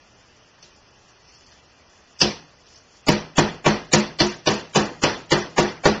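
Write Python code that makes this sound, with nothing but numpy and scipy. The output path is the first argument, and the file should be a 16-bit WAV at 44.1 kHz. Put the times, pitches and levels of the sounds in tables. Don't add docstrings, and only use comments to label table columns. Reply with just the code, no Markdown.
import sys
import numpy as np
from scipy import signal
from scipy.fft import rfft, irfft
from scipy.io import wavfile
from scipy.ndimage import uniform_filter1d

SR = 44100
rng = np.random.default_rng(int(sys.argv[2]) if len(sys.argv) > 2 else 0)


def generate_wav(signal):
    frames = np.transpose(np.atleast_2d(signal))
    scaled = np.clip(frames, -1, 1) * 32767
    pcm = np.round(scaled).astype(np.int16)
    wavfile.write(sys.argv[1], SR, pcm)


def volts_from_decibels(level):
    exponent = np.asarray(level, float) / 20
    return 10 ** exponent


N = 264600


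def evened(x):
    return x / np.sqrt(np.mean(x ** 2) + 1e-20)


def peaked(x):
    return x / abs(x).max()


def read(points, hz):
    f, value = np.transpose(points)
    return np.interp(np.log(hz + 1), np.log(f + 1), value)


def coloured(x, points):
    hz = np.fft.rfftfreq(len(x), 1 / SR)
    return irfft(rfft(x) * volts_from_decibels(read(points, hz)), len(x))


def add(mix, s, sound):
    part = mix[round(s * SR):][:len(sound)]
    part += sound[:len(part)]


# frequency in Hz, level in dB per Hz.
AIR = [(20, -13.5), (45, -4.5), (100, -6.5), (600, -8.5), (3500, -13.5), (4300, -17), (5500, -15.5),
       (7500, -21.5)]
# centre in Hz, width in Hz, level in dB.
HUM = [(73, 10, -70), (118.4, 5, -71), (603, 8, -78)]
AIR_DB = -53.5


def air():
    hz = np.fft.rfftfreq(N, 1 / SR)
    out = volts_from_decibels(AIR_DB) * evened(coloured(rng.standard_normal(N), AIR))
    for centre_hz, width_hz, db in HUM:
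        resonance = 1 / (1 + ((hz - centre_hz) / width_hz) ** 2)
        out = out + volts_from_decibels(db) * evened(irfft(rfft(rng.standard_normal(N)) * resonance, N))
    return out


# strongest pull in seconds, level in dB, length in seconds.
TUGS = [
    (0.6, -66, 0.013),
    (1.342, -54.5, 0.18),
    (1.495, -58, 0.11),
    (2.665, -63.5, .08),
    (2.748, -54.5, 0.11),
    (2.961, -57.5, .07),
]
# frequency in Hz, level in dB.
FILM = [(500, -30.5), (1500, -17), (3000, -6), (4000, -7), (4800, 0.5), (6000, -0.5), (7500, -9.5)]
FILM_LIFTED_S, FILM_IDLE_DB, TUG_EDGE_DB = 0.32, -66.5, -10
SNAPS_PER_S = 2500


def film():
    t = np.arange(N) / SR
    level = volts_from_decibels(FILM_IDLE_DB) * np.clip((t - FILM_LIFTED_S) / 0.16 + .2, .2, 1)
    for s, db, length_s in TUGS:
        level = level + volts_from_decibels(db + TUG_EDGE_DB * (2 * (t - s) / length_s) ** 2)
    sizes = volts_from_decibels(2.5 * np.minimum(rng.exponential(1, N), 4)) * rng.standard_normal(N)
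    snaps = sizes * (rng.random(N) < SNAPS_PER_S / SR)
    blur = rng.standard_normal(3000) * volts_from_decibels(-60 * np.arange(3000) / SR / 0.1)
    rustle = signal.oaconvolve(snaps, blur)[:N]
    return evened(coloured(rustle, FILM)) * level * volts_from_decibels(0.5)


# frequency in Hz, level in dB.
SLAP = [(300, -31), (900, -12.5), (2000, 6), (3000, 3), (3900, 7), (4800, 3), (5900, 2.5), (7500, -15.5)]


def slap_colour(bright_db):
    return [(hz, db + bright_db * np.log2(max(hz, 1500) / 3500)) for hz, db in SLAP]


def film_slap(t, colour):
    slap = coloured(rng.standard_normal(len(t)), colour)
    return peaked(slap * np.exp(-t / 0.0025) * (1 - np.exp(-t / 0.00074)))


# frequency in Hz, level in dB.
KNOCK = [(30, -15.5), (120, 0), (250, 1), (500, -1), (900, -7.5), (1600, -16.5), (3000, -26)]


def mallet_knock(t):
    knock = coloured(rng.standard_normal(len(t)), KNOCK)
    return peaked(knock * np.exp(-t / 0.0089) * (1 - np.exp(-t / .0015)))


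def ring(modes, t, rise_s, spread_db):
    hz, db, t60 = np.transpose(modes)[:, :, None]
    luck = rng.standard_normal((len(modes), 1))
    decay = volts_from_decibels(db + spread_db * luck - 60 * t / t60)
    lines = decay * np.sin(2 * np.pi * hz * (1 + 0.0039 * luck) * t)
    return peaked(lines.sum(0) * (1 - np.exp(-t / rise_s)))


# frequency in Hz, level in dB, decay time t60 in seconds.
BOARD = [(303.2, -4.5, 0.22), (358.5, -1.5, 0.3), (398.6, 2, 0.23), (488.5, -2.5, 0.35), (607.5, -1.5, .25),
         (746, -1.5, 0.18), (944, -7, 0.28), (1096, -0.5, 0.12)]


def board_ring(t):
    return ring(BOARD, t, rise_s=.004, spread_db=2.5)


# frequency in Hz, level in dB, decay time t60 in seconds.
CABINET = [(44.8, -18, .4), (62.64, -14.5, 0.28), (104.3, -11, 0.28), (152.46, 1.5, .2), (158.5, -10.5, .5)]


def cabinet_thud(t):
    return ring(CABINET, t, rise_s=0.0055, spread_db=1.0)


# frequency in Hz, level in dB, decay time t60 in seconds.
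COUNTER = [(210, -4.5, 0.16), (355.3, -8.5, .18)]


def counter_thud(t):
    return ring(COUNTER, t, rise_s=.06, spread_db=2.0) * np.minimum(t / .06, 1) ** 2


# delay in seconds, level in dB.
ECHOES = [(.0034, -2), (.0061, -9), (.0098, -12), (0.015, -7.5), (0.0197, -15)]


def early_echoes(heard, dry):
    for delay_s, db in ECHOES:
        add(heard, delay_s, volts_from_decibels(db) * dry)


# frequency in Hz, decay time t60 in seconds.
KITCHEN = [(60, 0.57), (160, 0.62), (420, 0.38), (1100, 0.39), (2910, 0.4), (7680, 0.35)]


def room_tail(shared):
    noise = .75 * shared + .65 * rng.standard_normal(len(shared))
    hz, t, z = signal.stft(noise, SR, nperseg=512)
    decay = volts_from_decibels(-60 * t / read(KITCHEN, hz)[:, None])
    tail = signal.istft(z * decay, SR, nperseg=512)[1][:len(shared)]
    tail = tail * (1 - np.exp(-np.arange(len(tail)) / SR / 0.0033))
    return tail / np.linalg.norm(tail)


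# frequency in Hz, level in dB.
ROOM_BASS = [(30, -27), (130, -9.5), (260, -5.5), (450, -1), (900, -5), (1600, -12), (3000, -30)]


def strike(mix, shared, s, board_db, cabinet_db, counter_db, slap_db, bright_db):
    t = np.arange(SR // 2) / SR
    colour = slap_colour(bright_db)
    dry = volts_from_decibels(slap_db + 12) * film_slap(t, colour) + volts_from_decibels(-4.5) * mallet_knock(t)
    heard = dry + volts_from_decibels(-10) * board_ring(t)
    early_echoes(heard, dry)
    tail = room_tail(shared)
    heard = heard + volts_from_decibels(slap_db + 2.5) * peaked(coloured(tail, colour))
    heard = heard + volts_from_decibels(-7.5) * peaked(coloured(tail, ROOM_BASS))
    thud = volts_from_decibels(cabinet_db + 3.5) * cabinet_thud(t)
    thud = thud + volts_from_decibels(counter_db + 16) * counter_thud(t)
    fade = signal.windows.tukey(2 * len(t), .2)[len(t):]
    add(mix, s + 0.0016, (volts_from_decibels(board_db - 2) * heard + thud) * fade)


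# start in seconds, strength in dB, #
# thud level in dB, film slap level in dB, slap brightness in dB per octave.
BUMPS = [
    (0.6253, -47.5, -58.5, -41.5, 5.5),
    (1.516, -69, -100, -50.5, 6.5),
    (2.248, -14.5, -33, -30.5, 7),
    (2.665, -69, -82, -52.5, 10),
    (2.757, -65.5, -72, -48, 19),
]
BUMP_COUNTER_DB = -8


def bumps(mix, shared):
    for s, db, thud_db, slap_db, bright_db in BUMPS:
        strike(mix, shared, s, db, thud_db, thud_db + BUMP_COUNTER_DB, slap_db - db, bright_db)


# start in seconds, strength in dB, cabinet thud level in dB,
# counter thud level in dB, slap brightness in dB per octave.
BLOWS = [(2.213, -8, -25, -24.5, 1.5), (3.083, -0.5, -17, -23.5, -2.5), (3.379, 0, -17, -24, -4.5),
         (3.66, 0.5, -18, -23, -4), (3.932, -1, -17.5, -19, -1.32), (4.201, -3.5, -23.5, -23.5, 1),
         (4.47, -1.5, -23, -26.5, -0.5), (4.756, 1, -21.5, -24, -2.5), (5.034, -1, -23.5, -39, -2),
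         (5.317, -1, -20.5, -26, -2.5), (5.58, -1, -21.5, -23.5, -4), (5.853, 1, -18.5, -23.5, -4.6)]
SLAP_DB, SLAP_PER_BRIGHT = -13, .4


def blows(mix, shared):
    for s, db, cabinet_db, counter_db, bright_db in BLOWS:
        slap_db = SLAP_DB + SLAP_PER_BRIGHT * bright_db - db
        strike(mix, shared, s, db, cabinet_db, counter_db, slap_db, bright_db)


def scene():
    mix = air() + film()
    shared = rng.standard_normal(SR // 2)
    bumps(mix, shared)
    blows(mix, shared)
    return mix[None]


# frequency in Hz, width in Hz, level in dB.
MICROPHONE_DIPS = [(1550, 80, -3), (2200, 110, -7), (3250, 90, -4), (3750, 170, -8), (4050, 120, -4)]


def microphone(x):
    hz = np.fft.rfftfreq(len(x), 1 / SR)
    dips_db = sum(db / (1 + ((hz - f) / width) ** 2) for f, width, db in MICROPHONE_DIPS)
    return irfft(rfft(x) * volts_from_decibels(dips_db), len(x))


RATE, SHORT, LONG = 16000, 256, 512
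LONG_LEAD, SHORT_LEAD, BANDS = 744, 360, 44


def rounded_blocks(x, hop, lead, step_db, whim_db, patch_db, edge_hz):
    n, k = np.arange(2 * hop), np.arange(hop)
    hz = (k + .5) * RATE / 2 / hop
    window = np.sin(np.pi * (n + .5) / 2 / hop)[:, None]
    basis = window * np.cos(np.pi / hop * np.outer(n + .5 + hop / 2, k + .5))
    padded = np.pad(x, (lead, 3 * hop))
    c = np.lib.stride_tricks.sliding_window_view(padded, 2 * hop)[::hop] @ basis
    band = (BANDS * (k / hop) ** .75).astype(int)
    member = band[:, None] == np.arange(BANDS)
    power = c ** 2 @ member / member.sum(0)
    level = np.sqrt(uniform_filter1d(power, size=9, axis=1) + 1e-18)
    whim = evened(uniform_filter1d(rng.standard_normal(level.shape), size=3, axis=0))
    finer_bass_db = 10 * np.log10(np.clip(np.arange(BANDS) / 20 + .05, 0, 1))
    step = (level * volts_from_decibels(step_db + whim_db * whim + finer_bass_db))[:, band]
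    patches = rng.standard_normal(level.shape)[:, band // 3] * (hz > 1500)
    c = np.round(c / step) * step * volts_from_decibels(patch_db * patches) * (hz < edge_hz)
    blocks = c @ basis.T * 2 / hop
    return (blocks[:-1, hop:] + blocks[1:, :hop]).ravel()[lead - hop:][:len(x)]


def near_impacts(t):
    near = np.zeros(len(t))
    for row in BLOWS + BUMPS:
        hold_s = .17 if row[1] > -20 else .05
        rise, fall = (t - row[0] + .07) / .03, (row[0] + hold_s - t) / .03
        near += np.clip(np.minimum(rise, fall), 0, 1)
    return np.sin(np.pi / 2 * np.minimum(near, 1)) ** 2


FILL_DB, FILL_SLOPE, FILL_WHIM_DB = -4, 1.2, 0.5
FILL_BAR_CALM, FILL_BAR_BUSY, QUIET_DB, TAUT_DB = -.1, .55, -58, -1


def top_band(stored):
    hz, t = np.fft.rfftfreq(len(stored), 1 / RATE), np.arange(0, len(stored), SHORT) / RATE
    treble = irfft(rfft(stored) * (hz > 5000), len(stored))
    treble_db = 10 * np.log10(abs(uniform_filter1d(treble ** 2, size=400))[::SHORT] + 1e-12)
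    whim, size = rng.standard_normal((len(t), 2)).T
    long_spells = evened(uniform_filter1d(whim, size=4)) > FILL_BAR_CALM
    short_spells = evened(uniform_filter1d(whim, size=2)) > FILL_BAR_BUSY
    on = np.where(treble_db < QUIET_DB, long_spells, short_spells)
    for row in BLOWS:
        on = np.where(abs(t - row[0]) < .02, row[-1] < TAUT_DB, on)
    gate = on * volts_from_decibels(FILL_DB + FILL_SLOPE * (treble_db + 31) - 28.5 + FILL_WHIM_DB * size)
    gate = np.roll(np.repeat(gate, SHORT), -SHORT // 2)[:len(stored)]
    noise = irfft(rfft(rng.standard_normal(len(stored))) * ((hz > 6400) & (hz < 7330)), len(stored))
    return evened(noise) * uniform_filter1d(gate, size=70)


# frequency in Hz, level in dB.
HAZE = [(6200, -45.5), (6500, 3.5), (7600, -3), (8200, -8.5), (9200, -59)]


def haze(full):
    treble = np.sqrt(abs(uniform_filter1d(np.diff(full, prepend=0) ** 2, size=1400)))
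    colour = [(1, -120)] + HAZE + [(12000, -120)]
    return volts_from_decibels(-21.5) * treble ** 1.07 * evened(coloured(rng.standard_normal(N), colour))


# time in seconds, level in dB.
OVERLOADS = [(2.2150, -54.5), (3.0881, -25), (3.09, -25.5), (3.093, -36.5), (3.666, -41), (3.939, -43),
             (4.476, -50), (5.3223, -39.5), (5.589, -49.5), (5.5943, -36.5), (5.857, -39)]


def ticks():
    out = np.zeros(N)
    for s, db in OVERLOADS:
        add(out, s, volts_from_decibels(db + 12.0) * np.array([.7, 0, -.7]))
    return out


def roll_off(x):
    return signal.sosfilt(signal.butter(12, 16080, fs=SR, output="sos"), x)


CEILING = .85


def record(dry):
    limited = CEILING * np.tanh(microphone(dry[0]) / CEILING)
    low = signal.resample_poly(limited, 160, 441)
    calm = rounded_blocks(low, LONG, LONG_LEAD, step_db=6.0, whim_db=3.0, patch_db=1.8, edge_hz=6400)
    busy = rounded_blocks(low, SHORT, SHORT_LEAD, step_db=6.0, whim_db=2.0, patch_db=2.2, edge_hz=6280)
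    share = near_impacts(np.arange(len(low)) / RATE)
    stored = share * busy + (1 - share) * calm
    stored = stored + top_band(stored)
    full = signal.resample_poly(stored, 441, 160, window=("kaiser", 5.0))[:N]
    full = full + haze(full)
    return roll_off((full + ticks())[None])


dry = scene()
out = record(dry)
generate_wav(out)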